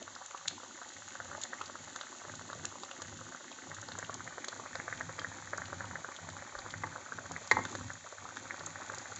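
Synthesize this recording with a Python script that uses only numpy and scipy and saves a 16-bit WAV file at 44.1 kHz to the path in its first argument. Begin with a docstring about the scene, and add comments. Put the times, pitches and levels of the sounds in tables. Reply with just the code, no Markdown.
"""Thick curry simmers in a wide pan in a small kitchen. From the start, bubbles plop as their cavities
open and ring, steam surges drum on the base, and the hot rim sizzles and spits. In the first three
seconds kitchen scissors snip a piece of meat three times, the steel blades clicking shut.
Near 6.5 s a reaching arm stirs the air; then a plastic spatula pushes the meat and knocks on the pan,
hardest at 7.5 s. The steam surges under it, and the curry bubbles on to the end."""
import sys
import numpy as np
from scipy import signal
from scipy.fft import rfft, irfft, next_fast_len
from scipy.io import wavfile
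from scipy.ndimage import uniform_filter1d

SR = 44100
rng = np.random.default_rng(int(sys.argv[2]) if len(sys.argv) > 2 else 0)


def store_wav(level_fs):
    """Save 16-bit WAV to argv[1]."""
    pcm = np.round(np.clip(np.atleast_2d(level_fs), -1, 1) * 32767)
    wavfile.write(sys.argv[1], SR, pcm.T.astype(np.int16))


N = 405279
TIME = np.arange(N) / SR


def from_db(db):
    """Decibels to gain."""
    return 10 ** (np.asarray(db) / 20)


def rms_one(x):
    """Scale to rms 1."""
    return x / np.sqrt(np.mean(x ** 2) + 1e-20)


def peak_one(x):
    """Scale to peak 1."""
    return x / np.abs(x).max()


def automation(rows):
    """Turn breakpoints (time_s, values...) into one curve for each value column."""
    times, *columns = np.transpose(rows)
    return [np.interp(TIME, times, column) for column in columns]


def add(out, start_s, sound):
    """Mix a sound in at a time."""
    i = int(np.clip(start_s * SR, 0, N - 1))
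    out[i:i + len(sound)] += sound[:N - i]


def low_pass(x, hz, order=2):
    """Butterworth low-pass."""
    return signal.sosfilt(signal.butter(order, hz, fs=SR, output="sos"), x + 1e-18)


def high_pass(x, hz, order=2):
    """Butterworth high-pass."""
    return signal.sosfilt(signal.butter(order, hz, "high", fs=SR, output="sos"), x + 1e-18)


def coloured(x, spectrum):
    """Shape a steady sound with an EQ curve (freq_hz, gain_db); rms 1."""
    hz, db = np.transpose(spectrum)
    size = next_fast_len(N)
    bins_hz = np.maximum(np.fft.rfftfreq(size, 1 / SR), 1)
    gain = from_db(np.interp(np.log(bins_hz), np.log(hz), db, left=-120, right=-120))
    return rms_one(irfft(rfft(x, size) * gain, size)[:N])


def resonate(x, resonances):
    """Parallel resonances (pitch_hz, width_hz, gain_db) with alternating signs."""
    out = 0
    for k, (hz, width_hz, db) in enumerate(resonances):
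        radius = np.exp(-np.pi * width_hz / SR)
        poles = [1, -2 * radius * np.cos(2 * np.pi * hz / SR), radius ** 2]
        band = (1 - radius ** 2) / 2 * signal.lfilter([1, 0, -1], poles, x + 1e-18)
        out = out + (-1) ** k * from_db(db) * band
    return out


def dying_noise(t60_s):
    """A burst of noise that falls 60 dB."""
    t = TIME[:int(t60_s * SR) + 2]
    return rng.standard_normal(len(t)) * from_db(-60 * t / t60_s)


def grains(per_s, spread_db):
    """Random clicks of uneven size."""
    clicks = (rng.random(N) < per_s / SR) * rng.choice([-1, 1], N)
    return clicks * from_db(spread_db * np.minimum(rng.exponential(1, N), 4))


def kitchen(x, wet_db=-17, t60_s=0.4, top_hz=6000):
    """A short diffuse tail comes off the tiles, 5 ms late."""
    tail = low_pass(dying_noise(t60_s), top_hz)
    tail = np.concatenate([np.zeros(SR // 200), tail])
    return from_db(wet_db) * signal.fftconvolve(x, tail / np.linalg.norm(tail))[:N]


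# The dip in the pan's tone, shifting as the microphone leans in: time_s, centre_hz
NOTCH_SWEEP = [(0, 2400), (3.7, 2330), (4.8, 2970), (6.0, 2690), (6.8, 2870), (9.19, 2950)]


def pan_reflection(x, depth=0.8, half_width_hz=110):
    """A reflection off the pan partly cancels one narrow, moving band."""
    centre_hz, = automation(NOTCH_SWEEP)
    carrier = np.exp(2j * np.pi * np.cumsum(centre_hz) / SR)
    band = 2 * np.real(carrier * low_pass(x / carrier, half_width_hz, order=1))
    return x - depth * band


# Fader ride for the moving air: time_s, level_db
DRAUGHT_RIDE = [(0, -81.5), (6.5, -80), (6.57, -53), (6.66, -64), (6.75, -80), (9.19, -84.5)]


def draught():
    """Air stirred by the reaching arm makes a soft, deep puff."""
    level_db, = automation(DRAUGHT_RIDE)
    return from_db(level_db) * rms_one(low_pass(rng.standard_normal(N), 65))


def drumming(resonances, per_s, spread_db):
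    """Soft random collapses excite a body's resonances, evened to rms 1."""
    drum = resonate(grains(per_s, spread_db), resonances)
    local_power = np.abs(uniform_filter1d(drum ** 2, size=3500))
    return drum / np.sqrt(local_power + 1e-12)


# Low tones of the pan's base: pitch_hz, width_hz, gain_db
BASE_TONES = [(97.3, 14, -0.5), (117.2, 26.5, -8.5), (157, 10.4, -4.5), (262.3, 41, -13)]
# Swells of steam, strongest when the spatula shoves the meat: start_s, hold_s, level_db
STEAM_SURGES = [(0.034, 0.088, -66.5), (0.476, 0.05, -59.5), (0.97, 0.09, -64.5), (1.217, 0.12, -57.5),
                (1.615, 0.06, -63), (1.805, 0.037, -59), (2.294, 0.11, -55), (2.564, 0.073, -52.5),
                (3.056, 0.16, -53.5), (3.7, 0.11, -54.5), (3.925, 0.12, -55), (4.117, 0.14, -55),
                (4.558, 0.036, -58.5), (4.754, 0.035, -54), (4.92, 0.04, -53.5), (5.052, 0.035, -50),
                (5.232, 0.062, -52.5), (5.43, 0.06, -55.5), (5.583, 0.19, -52.5), (5.785, 0.15, -50.5),
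                (6.238, 0.12, -52), (6.666, 0.054, -54.5), (6.76, 0.11, -49), (7.152, 0.04, -54.5),
                (7.296, 0.038, -50), (7.57, 0.023, -46), (7.785, 0.065, -45.5), (8.218, 0.033, -56.5),
                (8.412, 0.06, -58), (8.617, 0.13, -56), (8.904, 0.069, -56.5), (9.12, 0.068, -57)]


def steam_rumble(resting_db=-76, rise_20db_s=0.089, fall_20db_s=0.19):
    """Steam pockets collapse against the base and drum on it; each surge swells, holds and ebbs."""
    power = from_db(resting_db) ** 2
    for start_s, hold_s, level_db in STEAM_SURGES:
        fade_in = np.maximum(start_s - TIME, 0) / rise_20db_s
        fade_out = np.maximum(TIME - start_s - hold_s, 0) / fall_20db_s
        power = power + from_db(level_db - 20 * (fade_in + fade_out)) ** 2
    return np.sqrt(power) * drumming(BASE_TONES, per_s=460, spread_db=3)


# Tones of the steam pockets round the meat: pitch_hz, width_hz, gain_db
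GURGLE_TONES = [(240.5, 54, -2.5), (290, 50, -2), (357, 30, -2)]
# Fader ride for the heaving sauce, with a few lulls: time_s, level_db
HEAVE_RIDE = [(0.0, -56), (0.26, -77), (0.44, -79), (0.54, -60), (1.12, -67), (1.5, -61.5), (2.0, -64),
              (2.56, -60), (5.7, -62), (6.1, -67.5), (7.3, -61.5), (7.47, -84), (7.66, -48.5),
              (8.02, -82.5), (8.18, -87), (8.26, -60.5), (9.19, -64.5)]


def gurgle(gulps_per_s=5.5, swing_db=4.5, unevenness=0.25):
    """Larger steam pockets gurgle round the meat as the sauce heaves in uneven gulps."""
    heave_db, = automation(HEAVE_RIDE)
    gaps_s = np.exp(unevenness * rng.standard_normal(100)) / gulps_per_s
    gulp_count = np.interp(TIME, np.cumsum(gaps_s) - gaps_s[0], np.arange(len(gaps_s)))
    gulp_db = swing_db * np.cos(2 * np.pi * gulp_count)
    return from_db(heave_db + gulp_db) * drumming(GURGLE_TONES, per_s=300, spread_db=3.5)


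# EQ of the froth, coloured by the pan's hollow: freq_hz, gain_db
FROTH_EQ = [(240, -42), (400, -18), (450, -12), (543, 4), (635, -6), (896, 6), (1020, -16.5), (1190, -1),
            (1320, -13), (1500, 7), (1640, -11.5), (1800, 4), (1980, 0), (2370, -4), (2600, -6.5),
            (3380, -45.5), (5720, -120)]


def froth(bubble_db, trim_db=-5):
    """Countless bubbles too small to tell apart blur into a bed of noise."""
    return from_db(bubble_db + trim_db) * coloured(rng.standard_normal(N), FROTH_EQ)


# EQ of the foam on the rim: freq_hz, gain_db
SIZZLE_EQ = [(1800, -27), (2370, -11), (2620, -8), (3200, -6), (4050, -4.5), (4600, -7.5), (5150, -13),
             (5800, -5.5), (6550, 1), (7150, 2), (7600, -8), (8400, -35)]


def sizzle(level_db, hiss_db=-1, crackle_db=-7):
    """Fine foam dries on the hot rim: a smooth hiss with tiny ticks in it."""
    hiss = coloured(rng.standard_normal(N), SIZZLE_EQ)
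    crackle = coloured(grains(per_s=900, spread_db=7.5), SIZZLE_EQ)
    return from_db(level_db) * (from_db(hiss_db) * hiss + from_db(crackle_db) * crackle)


def faint_spits(per_s=3.2, level_db=-41, spread_db=4.5, pitch_hz=3230, octaves=0.29, colour_db=9):
    """Cues for small droplets at random moments, each with its own size, pitch and colour."""
    count = int(per_s * TIME[-1])
    starts_s = rng.uniform(0, TIME[-1], count)
    return [(start_s, level_db + spread_db * size, pitch_hz * 2 ** (octaves * pitch), colour_db * colour)
            for start_s, (size, pitch, colour) in zip(starts_s, rng.standard_normal((count, 3)))]


# The loudest spits: start_s, level_db, lower_hz, brightness_db (tilts toward the upper ring)
SPIT_CUES = [(1.0848, -35.5, 3930, 9), (1.6578, -36, 4210, -2), (1.96, -29.5, 3520, 5),
             (2.0112, -32, 3400, -15), (2.353, -32.5, 3770, 6), (2.5302, -36.5, 3860, -5),
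             (2.834, -33, 3740, -7), (2.912, -34.5, 2730, -15), (3.0188, -31, 3320, 8),
             (3.5154, -37, 3460, -10), (3.7451, -34, 3630, 7), (3.8146, -33, 3510, 14),
             (3.919, -34, 3520, -10), (3.9865, -28.5, 3320, 15), (4.0463, -36.5, 2910, -13),
             (4.1413, -28, 3850, 10), (4.445, -31.5, 3630, 6), (4.4827, -28.5, 3650, -1),
             (4.7534, -32.5, 4070, -4.5), (5.1939, -30, 3280, -11.5), (6.289, -38, 3720, 14),
             (6.5892, -35.5, 3813, -11), (7.3168, -32, 3760, 12), (7.651, -32, 3600, -4),
             (7.7508, -34, 3820, 0), (8.3685, -35, 3610, -1), (8.6617, -26, 3800, 15),
             (8.946, -34, 3980, 12), (8.9827, -31, 4280, 4), (9.159, -31.5, 3900, 11)]


def spits(t60_s=0.024, lower_width_hz=1700, upper_hz=6700, upper_width_hz=1200, upper_trim_db=-1):
    """Droplets snap on the hot wall, each with its own mix of a lower and an upper ring."""
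    def snap(hz, width_hz):
        """A noise burst rung twice through one resonance."""
        band = [(hz, width_hz, 0)]
        return rms_one(resonate(resonate(dying_noise(t60_s), band), band))

    out = np.zeros(N)
    for start_s, level_db, lower_hz, brightness_db in list(SPIT_CUES) + faint_spits():
        lower = snap(lower_hz, lower_width_hz)
        upper = from_db(brightness_db + upper_trim_db) * snap(upper_hz, upper_width_hz)
        add(out, start_s, from_db(level_db) * peak_one(lower + upper))
    return out


# Bright ring of small sharp contacts: pitch_hz, width_hz, gain_db
CLICK_TONES = [(1680, 690, -5), (4000, 670, 0), (5800, 310, -3.5), (6400, 1240, -1.5), (7020, 730, 2)]


def sharp_click(t60_s):
    """A small contact patch radiates treble and little bass."""
    return np.diff(resonate(dying_noise(t60_s), CLICK_TONES))


# Blade clicks, grouped into three snips: start_s, level_db, t60_s
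SNIP_CUES = [(0.477, -26, 0.023), (0.4814, -14, 0.0044), (0.4833, -26.5, 0.038), (1.414, -32, 0.056),
             (1.427, -38, 0.051), (1.435, -22.5, 0.023), (2.6527, -21.5, 0.0087)]


def scissors():
    """Steel blades graze and close with a short bright click, damped by meat and hand."""
    out = np.zeros(N)
    for start_s, level_db, t60_s in SNIP_CUES:
        add(out, start_s, from_db(level_db) * peak_one(sharp_click(t60_s)))
    return out


# Modes of the loaded pan: pitch_hz, gain_db, t60_s
PAN_MODES = [(249, -41, 0.16), (364, -28, 0.06), (505, -24.5, 0.048), (877, -20, 0.081), (1093, -23.5, 0.1),
             (1143, -15, 0.024), (1350, -23, 0.016), (1630, -24, 0.032), (1860, -10, 0.042),
             (2080, -5, 0.034), (2380, -27, .025)]


def pan_ring(force):
    """A blow sets the pan's damped modes ringing, with alternating signs."""
    out = 0
    for k, (hz, db, t60_s) in enumerate(PAN_MODES):
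        radius = from_db(-60 / (t60_s * SR))
        poles = [1, -2 * radius * np.cos(2 * np.pi * hz / SR), radius ** 2]
        out = out + (-1) ** k * from_db(db) * signal.lfilter([.5, 0, -.5], poles, force + 1e-18)
    return out


# Spatula hits on the pan: start_s, strength_db, hardness_hz (low-pass cutoff)
KNOCK_CUES = [(6.835, -21.5, 1750), (6.8385, -19.5, 1200), (7.5125, -8, 6000), (7.5168, -17.5, 5000),
              (7.5677, -8.5, 1050), (7.579, -20, 500), (7.589, -11.5, 704), (7.7503, -34, 1200)]


def spatula(ring_db=-1, clack_db=-5, crack_db=-8.5, thud_db=-28):
    """A knock is a dry plastic clack and crack, the pan's ring and a thud; soft hits lose the treble."""
    force, contacts = np.zeros(N), np.zeros(N)
    for start_s, strength_db, hardness_hz in KNOCK_CUES:
        blow = low_pass(signal.unit_impulse(SR // 100), hardness_hz, order=3)
        add(force, start_s, from_db(strength_db) * blow)
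        plastic = resonate(dying_noise(t60_s=0.026), [(954, 350, 0.17), (1870, 190, 1.7)])
        clack = low_pass(plastic, 2170, order=8)
        crack = sharp_click(t60_s=0.036)
        thud = resonate(dying_noise(t60_s=0.15), BASE_TONES + GURGLE_TONES)
        for part, part_db in ((clack, clack_db), (crack, crack_db), (thud, thud_db)):
            add(contacts, start_s, from_db(strength_db + part_db) * low_pass(peak_one(part), hardness_hz))
    return contacts + from_db(ring_db) * pan_ring(force)


def plop(hz, cycles, glide=0.22, stretch=1.028):
    """An opening cavity rings, rising in pitch as the hole widens; returns its swell time and wave."""
    swell_s = stretch * cycles / hz
    age = TIME[:int(5 * swell_s * SR)] / swell_s  # 1 at the envelope's peak
    pitch_hz = hz * (1 + glide * rng.uniform(0.5, 1.5) * np.tanh(2 * (age - 1)))
    envelope = (age * np.exp(1 - age)) ** 4
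    return swell_s, envelope * np.sin(2 * np.pi * (np.cumsum(pitch_hz) / SR + rng.random()))


def small_bubbles(bubble_db, per_s=480, spread_db=5.5, top_db=-37, centre_hz=1300, octaves=0.381):
    """Little bubbles burst in a steady patter, at pitches scattered round a centre."""
    out = np.zeros(N)
    for i in np.flatnonzero(rng.random(N) < per_s / SR):
        level_db = bubble_db[i] - 3.5 + rng.exponential(spread_db)
        hz = centre_hz * 2 ** rng.logistic(0, octaves)
        if level_db < top_db and 250 < hz < 2400:
            _, wave = plop(hz, cycles=1.74 * 2 ** rng.uniform(-0.7, 0.7))
            muffling = min(1, hz / centre_hz) ** 0.7  # low bubbles lie deeper in the sauce
            add(out, i / SR, from_db(level_db) * muffling * wave)
    return out


def lesser_pops(loud_pops, bubble_db, gap_s=0.065, level_db=-36, spread_db=1.8, pitch_hz=1336):
    """Cues for weaker pops, unevenly filling the pauses between the loud ones."""
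    cues = []
    edges_s = [0] + [pop[0] for pop in loud_pops] + [TIME[-1]]
    swing_db = 0.52 * (bubble_db - bubble_db.mean())  # they follow about half the simmer's swing
    for start_s, end_s in zip(edges_s, edges_s[1:]):
        slots = max(round((end_s - start_s) / gap_s), 1)
        for slot_s in np.linspace(start_s, end_s, slots + 1)[1:-1]:
            peak_s = rng.normal(slot_s, gap_s / 4)
            db = rng.normal(level_db, spread_db) + np.interp(peak_s, TIME, swing_db)
            hz = pitch_hz * 2 ** rng.normal(0, 0.23)
            cycles = 1.4 * 2 ** rng.normal(0, 0.5)
            cues.append((peak_s, db, hz, cycles))
    return cues


# The loudest bursting bubbles: time_s, level_db, pitch_hz, swell_cycles (before the plop's stretch)
POP_CUES = [(0.0788, -34, 1230, 1.86), (0.1633, -34.5, 1240, 1.46), (0.3476, -32, 1050, 2.66),
            (0.457, -30.5, 1450, 0.85), (1.1543, -32, 1340, 1.8), (1.2021, -27.0, 1430, 1.5),
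            (1.315, -31.5, 1290, 1.76), (1.35, -28, 1250, 0.9), (1.4522, -32.5, 1510, 1.4),
            (1.5328, -26, 1560, 1.8), (1.6133, -28.5, 1200, 3.4), (1.9615, -27, 1260, 0.89),
            (2.0117, -35.0, 1350, 2), (2.2513, -32, 1220, 0.8), (2.2969, -31.5, 1480, 1.17),
            (2.5007, -31, 1300, 1.34), (2.5308, -30, 1160, 1.5), (2.6491, -32, 1380, 1.67),
            (2.8344, -33.0, 1020, 1.5), (2.913, -32.5, 1320, 0.96), (3.0194, -31.5, 1280, 0.74),
            (3.3229, -35, 1450, 1.4), (3.3481, -34, 1320, 2.3), (3.5156, -37.5, 890, 1.26),
            (3.7159, -29.5, 1560, 1.36), (3.8878, -30.5, 1090, 0.72), (3.9185, -33, 1570, 1.3),
            (3.9535, -32.5, 1250, 1.4), (3.9869, -28, 1200, 0.44), (4.0275, -26.5, 1550, 1.23),
            (4.0959, -27, 1140, 1.35), (4.2058, -31.5, 1240, 1.97), (4.276, -29, 1680, 1.6),
            (4.3814, -26.5, 1260, 0.7), (4.4437, -26.5, 1670, 1.03), (4.4837, -29.0, 1100, 0.74),
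            (4.5284, -33, 1430, 2.3), (4.598, -31.5, 1000, 1.15), (4.661, -29.5, 1180, 0.86),
            (4.7548, -23.5, 1460, 0.76), (4.8, -25, 1700, 1.26), (4.8808, -25.5, 1360, 1.53),
            (4.9266, -24, 1700, 2), (5.0094, -24, 1540, 1.97), (5.0936, -28.5, 1210, 0.82),
            (5.1902, -23.5, 1490, 0.71), (5.2172, -31, 1400, 1.3), (5.2462, -24, 1610, 2.36),
            (5.5338, -21, 1370, 1), (5.5815, -27.5, 1370, 2.34), (5.6191, -27, 1550, 1.7),
            (5.7298, -26.5, 1210, 1.27), (5.8072, -27.5, 1540, 2.1), (5.9114, -32.5, 1520, 2.0),
            (5.9564, -26.5, 1590, 2.06), (6.046, -29, 1330, 2.2), (6.0888, -29.0, 1080, 0.71),
            (6.289, -30.5, 1390, 0.79), (6.367, -32.5, 1170, 1.07), (6.4236, -30.5, 1370, 0.82),
            (6.5527, -28.5, 1360, 1.37), (6.5883, -32, 1160, 1.07), (6.663, -28.5, 1130, 1.04),
            (6.7395, -27.5, 1550, 1.8), (6.9605, -29.0, 1290, 1.9), (7.122, -28, 1413, 2.7),
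            (7.1868, -28, 1350, 1.8), (7.3123, -30, 960, 1.02), (7.3638, -27.5, 1790, 2.6),
            (7.6527, -27.5, 1440, 1.7), (7.752, -25.5, 1370, 1), (7.9032, -29, 1530, 2.1),
            (8.3705, -27.5, 1400, 1.3), (8.508, -24.5, 1820, 2.05), (8.6084, -31, 1210, 0.95),
            (8.8995, -26.5, 1360, 1.8), (8.9388, -30, 1370, 0.89), (9.0572, -33, 1520, 1.9)]


def big_bubbles(bubble_db, neighbour_s=0.004964, tear_s=0.0015, close_s=0.00385, early_s=0.0001):
    """A small neighbour bursts; the big bubble's skin tears on a low note, it plops, the crater closes."""
    out = np.zeros(N)
    for time_s, db, hz, cycles in list(POP_CUES) + lesser_pops(POP_CUES, bubble_db):
        neighbour = (time_s - neighbour_s * rng.uniform(0.5, 1.5), db - rng.uniform(9, 17), 0.87 * hz, 1)
        tear = (time_s - tear_s, db - 15, 0.38 * hz, 1)
        burst = (time_s, db, hz, cycles)
        close_hz = hz * 2 ** rng.uniform(-0.5, 0.5)
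        close = (time_s + close_s * rng.uniform(0.3, 1.3), db - rng.uniform(12, 18), close_hz, 2)
        for part_s, part_db, part_hz, part_cycles in (neighbour, tear, burst, close):
            swell_s, wave = plop(part_hz, part_cycles)
            add(out, part_s - swell_s - early_s, from_db(part_db) * wave)
    return out


# Tones of the air between the sauce and the pan's walls: pitch_hz, width_hz, gain_db
HOLLOW_TONES = [(534.5, 68, 6.5), (914, 250, -4.5), (1170, 34, -1.5), (1475, 56, -3.5), (1850, 160, -7)]


def bubbling_sauce(bubble_db, top_hz=2400, echo_s=0.003395, echo_db=-15, hollow_db=-2):
    """Bubbles, dulled by the thick sauce, echo off the pan wall and ring in the pan's hollow."""
    bubbles = big_bubbles(bubble_db) + small_bubbles(bubble_db)
    pops = high_pass(low_pass(bubbles, top_hz, order=10), 180)
    # Bubbles rise all over the pan, so the echo's delay wanders.
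    wander = np.interp(TIME, np.linspace(0, TIME[-1], 100), rng.uniform(-1.134, 1, 100))
    delay_s = echo_s * (1 + 0.29 * wander)
    echo = np.interp(TIME - delay_s, TIME, pops)
    return pops + from_db(echo_db) * echo + from_db(hollow_db) * resonate(echo, HOLLOW_TONES)


# Fader rides for the vigour of the simmer, before each layer's trim: time_s, bubbles_db, sizzle_db
SIMMER_RIDE = [(0.0, -55.5, -54.5), (0.92, -56, -53), (1.36, -52.5, -53), (1.79, -54, -53),
               (2.46, -53.5, -53), (2.92, -56, -53.5), (4.89, -51, -53.5), (5.14, -52.5, -53.5),
               (5.48, -51.5, -53.5), (7.14, -52.5, -55), (7.73, -51.5, -51.5), (7.96, -55, -54.5),
               (8.88, -49, -53.5), (9.19, -51, -52.5)]


def scene(bubble_trim_db=-0.68, contact_top_hz=7550):
    """Everything at the pan, heard in mono from just above it."""
    vigour_db, sizzle_db = automation(SIMMER_RIDE)
    bubble_db = vigour_db + bubble_trim_db
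    contacts = low_pass(spits() + scissors() + spatula(), contact_top_hz, order=10)
    foreground = bubbling_sauce(bubble_db) + contacts
    direct = pan_reflection(foreground + froth(bubble_db) + sizzle(sizzle_db))
    low_bed = steam_rumble() + gurgle() + draught()
    return (direct + kitchen(foreground) + low_bed)[None]


def record(dry, bass_hz=46, top_hz=8150):
    """The microphone sheds the deep bass; the top is cut steeply."""
    top_cut = signal.ellip(10, .2, 80, top_hz, fs=SR, output="sos")
    return signal.sosfilt(top_cut, high_pass(dry, bass_hz))


dry = scene()
out = record(dry)
store_wav(out)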